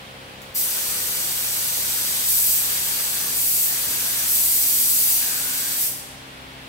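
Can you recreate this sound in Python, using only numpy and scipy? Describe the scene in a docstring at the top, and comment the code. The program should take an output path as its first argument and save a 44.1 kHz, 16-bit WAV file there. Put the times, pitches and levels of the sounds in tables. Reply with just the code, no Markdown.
"""A hangar, microphone pair a few metres from a painter working a compressed-air spray gun over a hanging panel.
A fan hums and rushes throughout, as wavering harmonics and shaped noise; the trigger ticks and a little air leaks.
The valve opens and bare air hisses, as bright noise; four full pulls each load the jet with paint, which dulls it
and makes it roar on the panel, as a gliding resonance. Low gusts flutter at the panel's edge.
At last the valve shuts, and the hall carries the hiss on as scattered, decaying noise."""
import sys
import numpy as np
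from scipy import signal
from scipy.fft import rfft, irfft
from scipy.io import wavfile

SR = 44100
rng = np.random.default_rng(int(sys.argv[2]) if len(sys.argv) > 2 else 0)


def dump_mix(stems):
    """Bounce the given channels to the path in sys.argv[1] as a 16-bit WAV at rate SR."""
    frames = np.atleast_2d(stems).T  # one column per channel
    limited = np.clip(frames, -1, 1)  # hard clip at full scale
    pcm = np.round(limited * 32767).astype(np.int16)
    wavfile.write(sys.argv[1], SR, pcm)


N = 294588
TIME, BINS = np.arange(N) / SR, np.fft.rfftfreq(N, 1 / SR)  # s, Hz
VALVE_OPENS_S, VALVE_SHUTS_S = 0.5414, 5.912


def amp(db):
    """Decibels to gain."""
    return 10 ** (np.asarray(db) / 20)


def unit(x):
    """Scales to rms 1."""
    return x / np.sqrt(np.mean(x ** 2) + 1e-20)


def at_hz(points, hz):
    """Reads a table of frequencies and values on a log-frequency axis."""
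    table_hz, value = np.transpose(points)
    return np.interp(np.log(hz + 1), np.log(table_hz + 1), value)


def colour(x, db):
    """Filters by a gain in dB given for every bin."""
    return irfft(rfft(x) * amp(db), N)


def noise(db):
    """Noise of rms 1 with the given spectrum."""
    return unit(colour(rng.standard_normal(N), db))


def wander(rate_hz):
    """Slow random drift of rms 1, up to about the given rate."""
    lowpass = (BINS > 0) / (1 + (BINS / rate_hz) ** 2)
    return unit(irfft(rfft(rng.standard_normal(N)) * lowpass, N))


def needle(start, end, squeeze_s=0.085, ease_s=0.057):
    """How far one pull opens the paint needle, 0-1."""
    opening = np.clip((TIME - start) / squeeze_s, 0, 1)
    closing = np.clip((end - TIME) / ease_s, 0, 1)
    return opening * closing


# Spectrum of the jet without paint. Each row: frequency in Hz, relative level in dB per Hz.
BARE_JET = [(300, -42), (1300, -22.5), (2200, -16), (3200, -14), (4500, -9), (6500, -8), (9000, -3),
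            (11500, -0.5), (14000, 0.5), (15700, -5.5)]
# Spectrum of the jet loaded with paint. Each row: frequency in Hz, relative level in dB per Hz.
WET_JET = [(100, -25), (300, -17.5), (700, -14.5), (1200, -9), (2000, -8), (3200, -5.5), (4500, -3.5),
           (6500, -4), (9000, -1), (11500, -0.5), (14000, -0.5), (15700, -7)]
# Fixed peaks and dips in the hiss. Each row: centre in Hz, width in Hz, height in dB.
HISS_PEAKS = [(3500, 300, 1.2), (4700, 400, 2.6), (5200, 330, -2.3), (5950, 550, 2.8), (8050, 550, 4.8),
              (13650, 950, 2), (14900, 500, -.8)]
# Loudness of the jet as the gun is moved and turned. Each row: time in seconds, level change in dB.
AIM = [(.55, -0.6), (1.0, -1), (1.55, -0.4), (2.35, 1.2), (3.3, -0.67), (4.3, 1.04), (4.7, 0.9),
       (5.12, 1.5), (5.4, -0.8)]
# Full pulls of the trigger, one for each pass over the panel, for the jet here and the roar below.
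# Each row: start in seconds, end in seconds, paint flow (0-1), roar at mid-pass in dB, growth of the roar
# in dB per second, resonance at mid-pass in Hz, share by which it is higher at the ends of the pass.
PULLS = [(.605, 2.28, 0.81, -48.5, -4, 1520, .02), (2.55, 3.381, 0.87, -46.5, 17, 1593, .1),
         (3.645, 4.302, 0.82, -45, 13, 1604, .15), (5.145, 5.801, 0.8, -40.5, 3, 1535, .18)]


def jet(flutter_db=0.04, flutter_hz=25, spatter_db=1.0, spatter_hz=240):
    """Turbulence at the nozzle; paint damps the finest eddies and feeds the coarse ones."""
    bare_db, wet_db = -18, -22
    bare_lift_db = 0.77  # the jet is this much stronger without paint to carry
    dribble = 0.08  # paint flow with the trigger half pulled, 0-1

    paint = np.full(N, dribble)
    for start, end, flow, *_ in PULLS:
        paint += (flow - dribble) * needle(start, end)
    paint = np.clip(paint, 0, 1)

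    peaks_db = sum(db / (1 + (2 * (BINS - hz) / width) ** 2) for hz, width, db in HISS_PEAKS)
    bare = amp(bare_db) * noise(at_hz(BARE_JET, BINS) + peaks_db)
    wet = amp(wet_db) * noise(at_hz(WET_JET, BINS) + peaks_db)
    wet = wet * amp(spatter_db * wander(spatter_hz))  # the paint tears into drops unevenly
    mixed = (1 - paint) * bare + np.sqrt(paint) * wet

    air_db = np.interp(TIME, *np.transpose(AIM)) + bare_lift_db * (1 - paint)
    return amp(air_db + flutter_db * wander(flutter_hz)) * mixed


def panel_roar(width_hz=190):
    """Paint rings the gap from panel to nozzle: a hollow resonance that sinks and rises again in each pass."""
    # the first slug of paint of each pull: level, delay, half length
    spit_db, spit_at_s, spit_s = -43, 0.085, 0.048
    pole = np.exp(-np.pi * width_hz / SR)
    white = rng.standard_normal(N) + 1j * rng.standard_normal(N)
    band = signal.lfilter([1], np.poly([pole, pole]), white)  # narrow noise around 0 Hz
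    roar = np.zeros(N)
    for start, end, _, db, growth, mid_hz, rise in PULLS:
        length = end - start
        t = np.clip(TIME - start, 0, length)
        off_centre = (2 * t / length - 1) ** 2  # 0 at mid-pass, 1 at the ends
        hz = mid_hz * (1 + rise * off_centre)
        carrier = np.exp(2j * np.pi * np.cumsum(hz) / SR)
        resonance = unit((band * carrier).real)  # the band moved up to the gliding frequency
        swell = amp(db + growth * (t - length / 2)) * np.sqrt(abs(1 - off_centre))
        spit = amp(spit_db) * np.exp(-((t - spit_at_s) / spit_s) ** 2)
        roar += needle(start, end) * np.hypot(swell, spit) * resonance
    return roar


# Gusts of the jet at the panel's edge. Each row: middle in seconds, level in dB, half length in seconds.
BUFFETS = [(.93, -43.5, 0.091), (1.243, -46, 0.15), (3.25, -43.5, 0.17), (3.92, -43, 0.1),
           (5.38, -49, 0.12)]
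# Spectrum of the gusts. Each row: frequency in Hz, relative level in dB per Hz.
BUFFET_TONE = [(40, -22), (110, 5), (200, -5), (400, -0.5), (800, -15), (1200, -1), (3000, -42)]


def buffeting():
    """A low flutter where the jet spills over the edge of the panel."""
    gusts = sum(amp(db) * np.exp(-((TIME - s) / half) ** 2) for s, db, half in BUFFETS)
    return gusts * noise(at_hz(BUFFET_TONE, BINS))


def valve(rise_s=0.015, fall_s=0.066):
    """The air valve snaps open and closes a little more slowly."""
    opening = np.clip((TIME - VALVE_OPENS_S) / rise_s, 0, 1)
    closing = np.clip((VALVE_SHUTS_S - TIME) / fall_s, 0, 1)
    return opening * closing


# Small ticks of the trigger taking up its slack. Each row: start in seconds, level in dB.
TICKS = [(.418, -28), (.434, -45)]


def trigger_ticks(decay_s=0.002, low_hz=3000, leak_db=-64):
    """The trigger ticks against the valve stem, and a thread of air leaks before the valve lifts."""
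    bright_db = -10 * np.log10(1 + (low_hz / (BINS + 1)) ** 4)
    ticks = sum(amp(db) * (TIME >= s) * np.exp(-abs(TIME - s) / decay_s) for s, db in TICKS)
    leak = amp(leak_db) * (TIME > TICKS[0][0]) * (TIME < VALVE_OPENS_S)
    return (ticks + leak) * noise(bright_db)


def echoes(t, t60, build):
    """How the energy of dense echoes builds up and dies away; it sums to 1."""
    energy = np.clip(t / build, 0, 1) * amp(-60 * t / t60) ** 2
    return energy / energy.sum(-1, keepdims=True)


# Likeness of diffuse sound at the two microphones. Each row: frequency in Hz, left-right correlation (-1 to 1).
ALIKE = [(60, 0.94), (150, 0.89), (300, 0.25), (600, 0.42), (1000, -0.15), (1300, -0.54), (1800, -0.015),
         (2400, 0.38), (3500, -0.049), (4800, -0.00038), (9000, 0.039)]


def diffuse(pair):
    """Mixes two unrelated signals so they agree most in the bass, as at two close microphones."""
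    size = pair.shape[1]
    alike = np.clip(at_hz(ALIKE, np.fft.rfftfreq(size, 1 / SR)), -1, 1)
    shares = np.sqrt([(1 + alike) / 2, (1 - alike) / 2])
    mid, side = irfft(rfft(pair) * shares, size)
    return np.array([mid + side, mid - side])


# Decay of the hall. Each row: frequency in Hz, time to fall by 60 dB in seconds.
HANGAR = [(250, 1.7), (2000, 0.34), (5000, 1.1), (9500, 0.73), (15000, 0.44)]


def hangar(x, direct_db=-6.5, near_db=-5.0, near_t60=0.1, near_build=0.0044, hall_db=-4.0, hall_build=0.012):
    """Direct sound from the left, quick scatter off floor and panel, and the hall's slower decay (times in s)."""
    frames = dict(fs=SR, nperseg=512, noverlap=384)
    hz, t, bands = signal.stft(x, **frames)
    near = amp(near_db) ** 2 * echoes(t, near_t60, near_build)
    hall = amp(hall_db) ** 2 * echoes(t, at_hz(HANGAR, hz)[:, None], hall_build)
    lingering = abs(signal.fftconvolve(abs(bands) ** 2, near + hall, axes=1)[:, :len(t)])
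    # countless paths from a moving gun scramble the phase: only the energy in each band carries over
    scrambled = signal.stft(rng.standard_normal((2, N)), **frames)[2]
    scrambled *= np.sqrt(lingering / np.mean(abs(scrambled) ** 2))
    scattered = signal.istft(scrambled, **frames)[1][:, :N]
    right_delay_s = 0.00015
    late = irfft(rfft(x) * np.exp(-2j * np.pi * BINS * right_delay_s), N)
    return amp(direct_db) * np.array([x, late]) + diffuse(scattered)


# Partials of the fan, whose balance slowly shifts.
# Each row: multiple of the fan's rate, early level in dB, change in dB by the end.
FAN = [(2, -53, 0), (3, -58, -2.5), (4, -61.5, 9), (5, -63, 0), (6, -63.5, 0.5), (7, -59.5, -3),
       (8, -54.5, -9.5), (9, -62, 0), (11, -63.5, 0), (12, -62.5, -0.5)]


def fan_hum(waver_db=1.5, waver_hz=2, drift_rad=0.37):
    """Harmonics of the fan's rotation, each wavering in the hall, with a trace of mains hum."""
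    fan_hz, mains_hz, mains_db = 66.15, 99.2, -60
    shift_at_s, shift_s = 3.35, 1.6  # middle and half length of the shift in balance
    shift = (1 + np.tanh((TIME - shift_at_s) / shift_s)) / 2
    # the lowest partial slowly swells and fades
    throb_period_s, throb_top_s = 2.4, 2.1
    throb_db = -59 + 5 * np.cos(2 * np.pi * (TIME - throb_top_s) / throb_period_s)

    lines = [(multiple * fan_hz, db + change * shift) for multiple, db, change in FAN]
    lines += [(fan_hz, throb_db), (mains_hz, mains_db)]
    hum = np.zeros(N)
    for hz, db in lines:
        phase = 2 * np.pi * (hz * TIME + rng.random()) + drift_rad * wander(waver_hz)
        level = amp(db + waver_db * wander(waver_hz))
        hum += np.sqrt(2) * level * np.sin(phase)  # sqrt(2) makes the level an rms
    return hum


# Spectrum of the rush of the fan and air line. Each row: frequency in Hz, relative level in dB per Hz.
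RUSH = [(22, -18), (45, -3), (65, 0.5), (90, -6.5), (220, 0), (400, -4.5), (800, -2), (1300, -3),
        (2200, -3.5), (3400, -4), (5000, -12), (6600, -18), (8200, -17.5), (12000, -20), (15700, -25)]


def fan_rush(rush_db=-40.5):
    """Steady moving air that fills the hall."""
    pair = np.array([noise(at_hz(RUSH, BINS)) for _ in range(2)])
    return amp(rush_db) * diffuse(pair)


def scene():
    """The gun in the hall, over the fan."""
    gun = valve() * (jet() + panel_roar() + buffeting()) + trigger_ticks()
    return hangar(gun) + fan_hum() + fan_rush()


# How the two microphones differ. Each row: frequency in Hz, left minus right in dB.
MIC_BALANCE = [(100, 1), (1500, 1.4), (3000, -0.9), (4700, 0), (6000, -2), (7300, 1), (8300, 4.5),
               (9200, 4), (10500, 4), (12000, -1.5), (13800, 3), (15500, -14)]


def record(dry, edge_hz=15800):
    """Each microphone has its own colour; then the band limit."""
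    halves_db = np.array([[1], [-1]]) * at_hz(MIC_BALANCE, BINS) / 2
    heard = colour(dry, halves_db)
    lowpass = signal.firwin(1023, edge_hz, window=("kaiser", 8), fs=SR)
    return signal.oaconvolve(heard, lowpass[None], "same")


dry = scene()
out = record(dry)
dump_mix(out)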